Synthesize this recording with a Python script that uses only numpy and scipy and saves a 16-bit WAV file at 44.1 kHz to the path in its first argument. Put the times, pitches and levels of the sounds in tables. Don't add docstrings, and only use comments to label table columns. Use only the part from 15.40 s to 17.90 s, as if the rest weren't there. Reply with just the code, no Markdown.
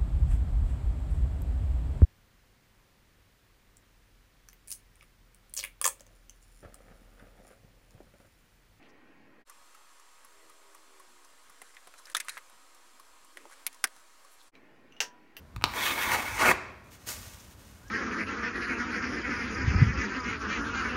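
import sys
import numpy as np
from scipy import signal
from scipy.fft import rfft, irfft, next_fast_len
from scipy.io import wavfile
from scipy.ndimage import map_coordinates

SR = 44100
rng = np.random.default_rng(int(sys.argv[2]) if len(sys.argv) > 2 else 0)


def volts_from_db(level):
    exponent = np.asarray(level, float) / 20
    return 10 ** exponent


def pcm_store(signal):
    levels = np.round(np.clip(np.atleast_2d(signal), -1, 1) * 32767)
    wavfile.write(sys.argv[1], SR, levels.astype(np.int16).T)


N = 110250


def unit(x):
    return x / np.sqrt(np.mean(x ** 2) + 1e-20)


def along(points, hz):
    f, v = np.transpose(points)
    return np.interp(np.log(hz + 1), np.log(f + 1), v)


def curves(rows):
    s, *cols = np.transpose(rows)
    return [np.interp(np.arange(N) / SR, s, c) for c in cols]


def wobble(rate):
    knots = rng.standard_normal(int(N * rate / SR) + 4)
    return map_coordinates(knots, [np.arange(N) * rate / SR])


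def filtered(x, response):
    m = next_fast_len(N + SR // 2)
    return irfft(rfft(x, m) * response(np.fft.rfftfreq(m, 1 / SR)), m)[..., :N]


def coloured(x, spectrum):
    return unit(filtered(x, lambda hz: volts_from_db(along(spectrum, hz))))


def resonant(modes):
    def response(f):
        total = 0
        for k, (hz, width, db) in enumerate(modes):
            total = total + (-1) ** k * volts_from_db(db) * 1j * f * width / (hz * hz - f * f + 1j * f * width)
        return total
    return response


def grains(rate, spread_db, share):
    hit = rng.random(N) < rate / SR
    size = np.minimum(rng.exponential(size=N), 3.5)
    sign = rng.standard_normal(N)
    smooth = rng.standard_normal(N)
    share = np.clip(share, 0, 1)
    rough = unit(hit * sign * volts_from_db(spread_db * size))
    return np.sqrt(1 - share) * rough + np.sqrt(share) * smooth


def add(track, s, sound):
    part = track[round(s * SR):][:len(sound)]
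    part += sound[:len(part)]


# (time [s], pressure [dB], grit over the blade [dB],
# upper blade modes, relative [dB], middle blade modes, relative [dB], fine over coarse grit [dB])
STROKE = [(.27, -34.5, -26, -17, -15, -2), (.33, -43.5, -12, -20.5, 0, 5.5),
          (.36, -29.5, -13.5, -12.5, -8, -1), (.4, -33.5, -9, -2.5, 2.5, 2.5), (.46, -31, -7, 0, 1, 3),
          (.505, -31.5, -11, -3, 3.5, 4.5), (.545, -37, -9.5, -10, -2.5, 2),
          (.575, -32.5, -13.5, -7, -0.5, 4.5), (.625, -31, -9.5, -3.5, 2, 5), (.66, -28, -12, -13, -1, 1),
          (.695, -29, -15.5, -10, -2, 3), (.72, -25, -11.5, -15, 0, 2), (.76, -29, -12, -12, -2.5, 0),
          (.81, -32.5, -13.5, -14, -3, 0), (.9, -36.5, -11, -11, -0.5, 0), (.972, -39, -4.5, -23, 3, -5),
          (.98, -32.5, -15, -21, -2, -0.5), (.995, -29, -12, -15, -1.5, -3),
          (1.01, -21.5, -13, -20, -0.5, -9.5), (1.035, -19.5, -17, -17, -9, -12.5),
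          (1.047, -27, -12, -13, 4, -11.5), (1.058, -18.5, -22, -21, -3.5, -10),
          (1.07, -21.5, -14, -17, -1, -14), (1.085, -18.5, -19, -20, 0, -18.5),
          (1.116, -19.5, -17, -19, 2.5, -12), (1.124, -33.5, -17, -7, -9, -6.5)]


def stroke():
    press_db, grit_db, upper_db, middle_db, fine_db = curves(STROKE)
    t = np.arange(N) / SR
    landing_s, lift_s = 0.046, 0.013
    landing = np.clip((t - STROKE[0][0]) / landing_s + 1, 0, 1)
    touch = landing * np.exp(-np.maximum(t - STROKE[-1][0], 0) / lift_s)
    drag = touch * volts_from_db(press_db + 1.4 * wobble(89.558))
    rub = grains(2500, 2, 0.72)
    lumps = catches()
    blade = dragged_blade(drag * rub + lumps, rub, middle_db, upper_db)
    return blade + rubbed_wall(rub, touch, press_db) + sand(drag, lumps, grit_db, fine_db)


# (time [s], level before a common lift [dB])
CATCHES = [(0.3369, -21.5), (.667, -40), (0.717, -13), (0.745, -16.5), (.979, -23), (1.079, -16),
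           (1.086, -11), (1.09, -19), (1.111, -22)]


def catches():
    lumps = np.zeros(N)
    lift_db = 5
    n = np.arange(130)
    for s, db in CATCHES:
        add(lumps, s, volts_from_db(db + lift_db) * np.exp(-n / 25) * rng.standard_normal(130))
    return lumps


# (frequency [Hz], width [Hz], relative level [dB])
LOW_MODES = [(670, 220, -12), (852, 128.74, 1), (1065, 130, 2), (1212, 156, 1.5), (1488.6, 190, -5)]
MIDDLE_MODES = [(1714, 220, -2.5), (2064.4, 193, 0.5), (2250, 208, 1.5), (2611.6, 290, -5)]
UPPER_MODES = [(3270, 440, 3), (3800, 470, 2.5), (4600, 660, -4.5)]
# (lower edge [Hz], upper edge [Hz])
BLADE_BAND_HZ = (444, 6160)


def dragged_blade(force, rub, middle_db, upper_db):
    def shake(modes, db):
        total = np.zeros(N)
        for k, mode in enumerate(modes):
            flex = volts_from_db(1.7 * wobble(24))
            total += (-1) ** k * filtered(flex * volts_from_db(db) * force, resonant([mode]))
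        return total / np.std(filtered(rub, resonant(modes)))

    blade = shake(LOW_MODES, -4) + shake(MIDDLE_MODES, middle_db - 2.5) + shake(UPPER_MODES, upper_db)
    low_hz, top_hz = BLADE_BAND_HZ
    return filtered(blade, lambda hz: 1j * hz / (low_hz + 1j * hz) / (1 + 1j * hz / top_hz) ** 2)


# (frequency [Hz], relative level per Hz [dB])
WALL = [(120, -14), (170, -6), (260, -4), (330, -1.5), (480, -4.5), (700, -8), (1000, -23.5)]


def rubbed_wall(rub, touch, press_db):
    level_db = -45.5 + 0.86 * (press_db + 35)
    return touch * volts_from_db(level_db + 2.9 * wobble(12.57)) * coloured(rub, WALL)


# (frequency [Hz], relative level per Hz [dB])
COARSE = [(2000, -30), (3000, 2.5), (4500, -0.5), (6000, 6), (8000, 1), (10000, -1), (13000, -28.5)]
FINE = [(6000, -45), (9000, -14.5), (11000, -1), (13500, 2.5), (16000, 3)]


def sand(drag, lumps, grit_db, fine_db):
    grit = grains(6800, 3.554, 0.99)
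    hiss = volts_from_db(grit_db) * (coloured(grit, COARSE) + volts_from_db(fine_db) * coloured(grit, FINE))
    crunch = volts_from_db(-20.5) * coloured(lumps, COARSE) * np.std(lumps)
    return drag * hiss + crunch


# (time [s], relative level [dB], upper modes [dB], crack [dB])
TAPS = [(0.1624, -22, -4, -14), (0.2129, -28, -9, -24), (0.2225, -23, -30, -16.5), (0.2402, -5, 7, -16)]
# (frequency [Hz], relative level [dB], t60 [s])
RING = [(151, -20, 0.065), (335.44, -12, 0.024), (987, -3.5, 0.015), (1260.8, -1.5, 0.013),
        (1707, -2.5, 0.0041), (2370, 0, 0.0069), (2900, -1.5, 0.0036), (3803, 0, 0.0051),
        (4501.1, -10, 0.0051), (5270.5, -8, 0.004065), (6653, -14, 0.003057)]


def taps():
    out = np.zeros(N)
    t = np.arange(SR // 2) / SR
    split_hz, crack_t60_s, rise_s = 2700, 0.018, 0.0001
    for s, db, upper_db, crack_db in TAPS:
        ring = np.zeros(len(t))
        for hz, level_db, t60 in RING:
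            decay = volts_from_db(level_db + upper_db * (hz > split_hz) - 60 * t / t60)
            ring += decay * np.sin(2 * np.pi * hz * t + rng.normal(0, 0.96))
        crack = volts_from_db(crack_db - 60 * t / crack_t60_s) * rng.standard_normal(len(t))
        add(out, s, volts_from_db(db - 7) * (ring * (1 - np.exp(-t / rise_s)) + crack))
    return out


# (frequency [Hz], level [dB], t60 [s])
THUD = [(56.946, -26.5, 0.12), (100, -30.5, 0.12073)]


def thud():
    out = np.zeros(N)
    t = np.arange(SR // 2) / SR
    start_s, rise_s = 0.165, 0.0018
    for hz, db, t60 in THUD:
        add(out, start_s, volts_from_db(db - 60 * t / t60) * (1 - np.exp(-t / rise_s)) * np.sin(2 * np.pi * hz * t))
    return out


# (time [s], strength [dB])
BRUSH = [(1.44, -67), (1.505, -64), (1.515, -54.5), (1.56, -56.5), (1.585, -62), (1.62, -58.5),
         (1.658, -56), (1.672, -43), (1.69, -36.5), (1.72, -39.5), (1.76, -45.5), (1.83, -49.5),
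         (1.92, -52.5), (2.0, -53.5), (2.09, -58), (2.115, -54), (2.15, -60.5), (2.2, -59), (2.27, -57.5),
         (2.32, -58.5), (2.345, -59.5), (2.4, -62), (2.5, -62.5)]
# (frequency [Hz], relative level per Hz [dB])
BRISTLE = [(180, -9), (300, -4), (750, -6), (1100, -2), (1800, -4), (2700, -4.5), (3700, -6), (4800, -6.5),
           (6500, -4.5), (8500, -8.5), (12000, -10.5), (16000, -10.5)]
SHEEN = [(3000, -30), (4500, -6), (6500, 0), (9000, -4), (14000, -4.5), (16000, 0)]


def brushing():
    level_db, = curves(BRUSH)
    hairs = grains(3000, 2.4, 0.63)
    started = np.arange(N) / SR > BRUSH[0][0]
    strength = started * volts_from_db(level_db + 0.957 * wobble(39.58))
    sheen = volts_from_db(0.82 * (level_db + 33.5)) * coloured(hairs, SHEEN)
    return strength * (coloured(hairs, BRISTLE) + sheen)


# (time [s], level [dB], frequency [Hz], t60 [s])
TICKS = [(2.0008, -44.5, 5687, 0.01974), (2.4808, -49.5, 6100, .035)]


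def ticks():
    out = np.zeros(N)
    t = np.arange(SR // 10) / SR
    for s, db, hz, t60 in TICKS:
        phase = 2 * np.pi * hz * t + 2.0 * wobble(1269.5)[:len(t)]
        add(out, s, volts_from_db(db - 60 * t / t60) * np.sin(phase))
    return out


# (time [s], frequency [Hz], level [dB])
SQUEAK = [(2.415, 1370, -64), (2.432, 1430, -59), (2.45, 1560, -58), (2.468, 1645, -57), (2.5, 1660, -54)]


def squeak():
    hz, db = curves(SQUEAK)
    started = np.arange(N) / SR > SQUEAK[0][0]
    return started * volts_from_db(db + 1.4 * wobble(60)) * np.sin(2 * np.pi * np.cumsum(hz) / SR)


# (frequency [Hz], t60 [s])
ROOM = [(200, 0.9768), (1000, 0.7846), (2500, 0.75), (5000, 0.78), (10000, 0.28), (16000, 0.15)]
# (time [s], relative level [dB])
EARLY = [(.0022, -12), (.0036, -19), (.0055, -22), (.0075, -17), (.0095, -28), (.0112, -32), (.016, -21.5),
         (.024, -23.5)]


def room(x):
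    hz, t, z = signal.stft(rng.standard_normal(SR), SR, nperseg=256)
    decay = volts_from_db(-60 * t / along(ROOM, hz)[:, None])
    tail = signal.istft(z * decay, SR, nperseg=256)[1]
    answer = np.pad(volts_from_db(-15) * tail / np.linalg.norm(tail), (200, 0))
    for s, db in EARLY:
        scatter = np.hanning(50) * rng.standard_normal(50)
        add(answer, s, volts_from_db(db) * np.convolve(scatter, np.hanning(7)) / 8)
    return signal.fftconvolve(x, answer)[:N]


# (time [s], level [dB])
RUMBLE = [(0, -52), (.15, -48), (.25, -40.5), (.43, -53.5), (.58, -44.5), (.63, -57.5), (.67, -44.5),
          (.87, -47.5), (.95, -41), (1.2, -49), (1.42, -53.5), (1.5, -53), (1.63, -54.5), (1.75, -47.5),
          (2.11, -52), (2.5, -51)]
# (frequency [Hz], relative level per Hz [dB])
LOWS = [(18, -34), (30, -0.5), (91, -2.5), (124, -8), (135, -19), (210, -13), (300, -19.5), (390, -47),
        (660, -120)]
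AIR = [(88, -6), (150, -0.5), (431, -10.5), (566, -8.5), (790, -13), (1060, -11), (1530, -14.5),
       (2220, -20), (2810, -23), (16000, -35.5)]


def air():
    rumble_db, = curves(RUMBLE)
    hiss = volts_from_db(-57.5) * coloured(rng.standard_normal(N), AIR)
    return hiss + volts_from_db(rumble_db) * coloured(rng.standard_normal(N), LOWS)


def scene():
    near = stroke() + taps() + thud() + brushing() + ticks() + squeak()
    return (near + room(near) + air())[None]


def top_cut(x):
    return signal.sosfilt(signal.butter(12, 16790, fs=SR, output="sos"), x)


# (frequency [Hz], gain [dB])
MIC = [(7000, -1), (8000, -2.5), (9000, 1.5), (10400, -4), (11500, 0.5), (15700, -3), (15950, -33),
       (16800, -50)]


def record(dry):
    low_hz = 42
    mix = filtered(dry, lambda hz: volts_from_db(along(MIC, hz)) * hz ** 6 / (hz ** 6 + low_hz ** 6))
    return top_cut(mix)


dry = scene()
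out = record(dry)
pcm_store(out)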